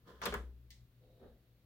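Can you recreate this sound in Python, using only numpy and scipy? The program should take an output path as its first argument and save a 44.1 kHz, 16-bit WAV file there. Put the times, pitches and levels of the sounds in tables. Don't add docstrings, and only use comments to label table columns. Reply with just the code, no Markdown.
import sys
import numpy as np
from scipy import signal
from scipy.io import wavfile
from scipy.ndimage import uniform_filter1d

SR = 44100
rng = np.random.default_rng(int(sys.argv[2]) if len(sys.argv) > 2 else 0)


def transcribe(u):
    v = np.clip(np.atleast_2d(u).T, -1, 1)
    q = np.round(v * 32767).astype(np.int16)
    wavfile.write(sys.argv[1], SR, q)


N = 72765
T = np.arange(N) / SR
EDGES = 28 * 2 ** (np.arange(29) / 3)
CENTRES = np.sqrt(EDGES[1:] * EDGES[:-1])

# frequency in Hz, left-right likeness from 0 to 1.
LIKENESS = [(100, .99), (250, .97), (500, .92), (1000, .45), (2000, .2), (5000, 0), (14000, 0)]
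# frequency in Hz, left over right in dB.
BALANCE_DB = [(100, 3), (3000, -1.9), (8000, 1), (14000, 2.5)]


def from_db(db):
    return 10 ** (np.asarray(db) / 20)


def rms_one(x):
    return x / np.sqrt(np.mean(x ** 2) + 1e-20)


def at_hz(points, hz):
    f, v = np.transpose(points)
    return np.interp(np.log(hz), np.log(f), v)


def pan(db):
    return rms_one(from_db([[db / 2], [-db / 2]]))


def fader(curve):
    return from_db(np.interp(T, *np.transpose(curve), left=-np.inf, right=-np.inf))


def dying(start, rise, t60):
    age = np.maximum(T - start, 0)
    return (1 - np.exp(-age / rise)) * np.exp(-np.log(1000) * age / t60)


def wander(points):
    return signal.resample(rng.standard_normal(points), N)


def sine(hz):
    return np.sqrt(2) * np.sin(2 * np.pi * np.cumsum(hz) / SR)


def stereo(pair, alike):
    alike = np.clip(alike, -.99, .99)
    mid = np.sqrt((1 + alike) / 2) * pair[0]
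    side = np.sqrt((1 - alike) / 2) * pair[1]
    return np.array([mid + side, mid - side])


def noise_bands(least_alike=0):
    white, bands = rng.standard_normal((2, 2, N + SR // 4)), []
    for k, hz in enumerate(CENTRES):
        sos = signal.butter(2, EDGES[k:k + 2] * [.97, 1.03], "band", fs=SR, output="sos")
        pair = signal.sosfilt(np.vstack([sos, sos]), white[k % 2])[:, -N:]
        alike = max(at_hz(LIKENESS, hz), least_alike)
        bands.append(rms_one(stereo(pair, alike)) * pan(at_hz(BALANCE_DB, hz)))
    return bands


def coloured(colour):
    return sum(from_db(at_hz(colour, hz)) * band for hz, band in zip(CENTRES, noise_bands()))


def mechanism(effort, colour, resonances, contacts_per_s, grain):
    travel = np.cumsum(contacts_per_s * (1 + rng.standard_normal(N))) / SR
    contacts = np.diff(np.floor(np.maximum.accumulate(travel)), prepend=0)
    clicks = contacts * from_db(3.5 * rng.standard_normal((2, N))) * rng.choice([-1, 1], (2, N))
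    roughness = rms_one(uniform_filter1d(np.abs(clicks[0]), size=50))
    out = coloured(colour) * rms_one(1 + grain * roughness)
    for hz, width_hz, db in resonances:
        r = np.exp(-np.pi * width_hz / SR)
        resonator = [1, 0, -1, 1, -2 * r * np.cos(2 * np.pi * hz / SR), r * r]
        pair = signal.sosfilt([resonator, resonator], clicks + 1e-18)
        out = out + from_db(db) * rms_one(stereo(pair, at_hz(LIKENESS, hz)))
    return fader(effort) * out


def ring(strikes, hz, t60):
    apart = np.arccos(at_hz(LIKENESS, hz)) * rng.choice([-.5, .5])
    phase = rng.uniform(0, 2 * np.pi) + apart * np.array([[1], [-1]])
    energy = sum((from_db(db) * dying(start, 1 / hz, t60)) ** 2 for start, db in strikes)
    return np.sqrt(energy) * np.sin(2 * np.pi * hz * T + phase)


def blows(hits, colour, room_db):
    # frequency in Hz, t60 in seconds.
    room_t60 = [(130, 0.36), (300, 0.81), (500, 0.39), (1400, 0.24), (4000, .29), (14000, 0.3)]
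    # frequency in Hz, dB against the crack before room_db is added.
    room_send = [(200, -9.5), (1400, -9), (3500, -9), (8000, -10.5), (14000, -19.5)]
    right_lag_s, room_rise_s = .00013, .0025
    out = 0
    for hz, near, far in zip(CENTRES, noise_bands(least_alike=.78), noise_bands()):
        near = np.array([near[0], np.interp(T - right_lag_s, T, near[1])])
        rise = 2.1 / hz
        crack = tail = 0
        for start, tone, t60, pan_db in hits:
            gain = from_db(at_hz(colour, hz) + at_hz(tone, hz))
            crack = crack + (gain * pan(pan_db) * dying(start, rise, t60 + 10 * rise)) ** 2
            tail = tail + (gain * dying(start, room_rise_s + rise, at_hz(room_t60, hz))) ** 2
        out = out + near * np.sqrt(crack) + far * np.sqrt(tail) * from_db(at_hz(room_send, hz) + room_db)
    return out


def hum_and_hiss():
    # frequency in Hz, level in dB.
    partials = [(59.6, -75), (120, -71)]
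    # frequency in Hz, dB per third octave.
    bed = [(30, -67.5), (55, -80.5), (100, -81), (200, -81), (320, -86.5), (500, -88), (800, -94.5),
           (2000, -91), (3000, -91), (3800, -88), (5000, -93.5), (9000, -97.5), (12500, -87.5),
           (15500, -84)]
    waver_db = 4.3 * wander(24)
    hum = sum(np.sqrt(2) * from_db(db - waver_db) * np.sin(2 * np.pi * (hz * T + rng.random()))
              for hz, db in partials)
    return coloured(bed) + hum * pan(at_hz(BALANCE_DB, partials[0][0]))


def tray_drive():
    # time in seconds, level in dB.
    effort = [(0, -97), (.05, -84.5), (.072, -71), (.079, -63.5), (.105, -64.5), (.135, -69), (.2, -73),
              (.25, -58.5), (.33, -76), (.36, -88)]
    # frequency in Hz, relative dB per third octave.
    colour = [(60, -18), (200, -3.5), (320, -8), (460, 2), (700, -14), (1100, -4), (1750, -4.5),
              (2400, -23), (3500, -11.5), (5000, -14), (9000, -23), (15000, -17)]
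    # frequency in Hz, width in Hz, relative dB.
    resonances = [(1026, 44, -1.5), (1251, 26, -7), (1720, 61, -9), (3240, 830, -9)]
    # time in seconds, pitch in Hz.
    pitch = [(.06, 479), (.12, 448), (.2, 419.8)]
    hz = np.interp(T, *np.transpose(pitch)) + 28 * wander(200)
    tone = from_db(-.5) * fader(effort) * sine(hz)
    return mechanism(effort, colour, resonances, contacts_per_s=420, grain=.083) + tone


def case_boom():
    # start in seconds, level in dB, t60 in seconds.
    pushes = [(.085, -51, 0.92), (0.257, -41, 0.82), (0.34, -33, 0.7), (0.687, -37, 0.14),
              (1.2, -47.5, 0.45)]
    hz, rise_s = 61.9, .057
    swing = np.sqrt(sum((from_db(db) * dying(start, rise_s, t60)) ** 2 for start, db, t60 in pushes))
    return swing * np.sin(2 * np.pi * hz * T) * pan(at_hz(BALANCE_DB, hz))


def tray_knocks():
    # start in seconds, level in dB, bass, treble and top EQ in dB,
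    # base t60 of the crack in seconds, left over right in dB.
    knocks = [(0.2163, -33, -18, -15, -13.5, 0.0077, 9), (0.2553, -35, -3, -0.5, 3, 0.028, 17.5),
              (0.2604, -35.5, 0, 1.5, -9, 0.023, -13.5), (0.2655, -42, 2, -4, -8, 0.066, 4),
              (0.323, -45.5, 7.5, -5, -17.5, 0.088, 2.5), (0.34, -31.5, -8, -16, -7.5, 0.033, -0.5),
              (.3455, -45, -14, -8, -18.5, 0.032, 10)]
    eq_hz = (450, 1400, 4000, 10000)
    # frequency in Hz, relative dB per third octave.
    plastic = [(60, -15.5), (120, -25), (190, -9), (240, -15), (310, -16), (470, -2), (700, -11),
               (1100, -5.5), (1800, 0), (2300, -9.5), (3200, -2.5), (4500, -7), (7500, -10), (11000, -10),
               (15000, -7)]
    # frequency in Hz, relative dB, t60 in seconds.
    modes = [(184, -6, .3), (233, -2, .32), (407, 0, .3), (480, -1, .25), (569, -8, .32), (738, -7, .16),
             (1032, -1, .2), (1081, -5, .2), (1120, -2, .18), (1217, 0, .16), (1460, -5, .18),
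             (1688, -3, .16), (1760, -5, .16), (1938, -3, .17), (2199, -10, .17), (2560, -9, .18),
             (3080, -7, .2), (3423, -4, .2)]
    ring_db, spread_db = -11.5, 1.5
    hits = [(start, list(zip(eq_hz, db + np.array([bass, 0, treble, top]))), t60, pan_db)
            for start, db, bass, treble, top, t60, pan_db in knocks]
    ringing = 0
    for hz, db, t60 in modes:
        strikes = [(start, at_hz(tone, hz) + db + ring_db + spread_db * rng.standard_normal())
                   for start, tone, _, _ in hits]
        ringing = ringing + ring(strikes, hz, t60)
    return blows(hits, plastic, room_db=-4.5) + ringing


def tray_scrape():
    # time in seconds, level in dB.
    effort = [(.219, -56), (.227, -51.5), (.232, -51.5), (.238, -44), (.245, -49.5), (.253, -52.5),
              (.27, -71)]
    # frequency in Hz, relative dB per third octave.
    colour = [(60, -23.5), (200, -17.5), (320, -16.5), (500, -7.5), (750, -12), (1150, 4.5), (1650, -18),
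              (2300, -12), (3400, -4.5), (4600, -10.5), (5900, -4), (8000, -20), (15000, -31)]
    # frequency in Hz, width in Hz, relative dB.
    resonances = [(1120, 70, -4), (5700, 400, -11)]
    return mechanism(effort, colour, resonances, contacts_per_s=3400, grain=.79)


def light_tick():
    # frequency in Hz, relative dB per third octave.
    colour = [(100, -38.5), (1450, -46.5), (2000, -0.5), (2600, -9), (3400, 2), (5000, 2.5), (8000, -2.5),
              (11000, -9.5), (15000, 3)]
    # frequency in Hz, level in dB, t60 in seconds.
    modes = [(2015, -70, 0.28), (3060, -66, 0.073), (4495, -63.5, 0.11)]
    start, flat_db, crack_t60, pan_db = .7042, -64, .05, 3
    click = blows([(start, [(1000, flat_db)], crack_t60, pan_db)], colour, room_db=6)
    return click + sum(ring([(start, db)], hz, t60) for hz, db, t60 in modes)


def pickup_motor():
    # time in seconds, level in dB.
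    effort = [(1.01, -85), (1.03, -76), (1.15, -76), (1.2, -74), (1.3, -75), (1.36, -93), (1.45, -87),
              (1.65, -91.5)]
    # frequency in Hz, relative dB per third octave.
    colour = [(80, -18), (200, -12.5), (330, -5.5), (500, -3), (660, -1.5), (900, -21), (2500, -25),
              (4000, -13), (5500, -31), (15000, -27)]
    # frequency in Hz, width in Hz, relative dB.
    resonances = [(3777, 79, -13), (3860, 57, -14.5)]
    whine = from_db(2) * fader(effort) * sine(hz=503 + 7 * wander(80))
    return mechanism(effort, colour, resonances, contacts_per_s=1300, grain=.22) + whine


def pickup_judder():
    # time in seconds, level in dB.
    effort = [(1.185, -86), (1.205, -74), (1.235, -64), (1.275, -67.5), (1.31, -76.5), (1.36, -81),
              (1.5, -112)]
    # frequency in Hz, relative dB per third octave.
    colour = [(40, -0.5), (65, 4), (110, -11.5), (200, -2.5), (320, -10.5), (500, 4), (700, -2),
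              (950, -17.5), (1500, -8.5), (2200, -28.5), (3500, -20.5), (8000, -48)]
    # frequency in Hz, width in Hz, relative dB.
    resonances = [(64, 32, -2), (235, 26, 5), (379, 48, -0.5)]
    return mechanism(effort, colour, resonances, contacts_per_s=250, grain=.033)


def scene():
    return (hum_and_hiss() + tray_drive() + case_boom() + tray_knocks() + tray_scrape()
            + light_tick() + pickup_motor() + pickup_judder())


def record(dry):
    low_cut = signal.butter(4, 46, "high", fs=SR, output="sos")
    high_cut = signal.ellip(10, .1, 70, 16200, fs=SR, output="sos")
    return signal.sosfilt(high_cut, signal.sosfilt(low_cut, dry))


dry = scene()
out = record(dry)
transcribe(out)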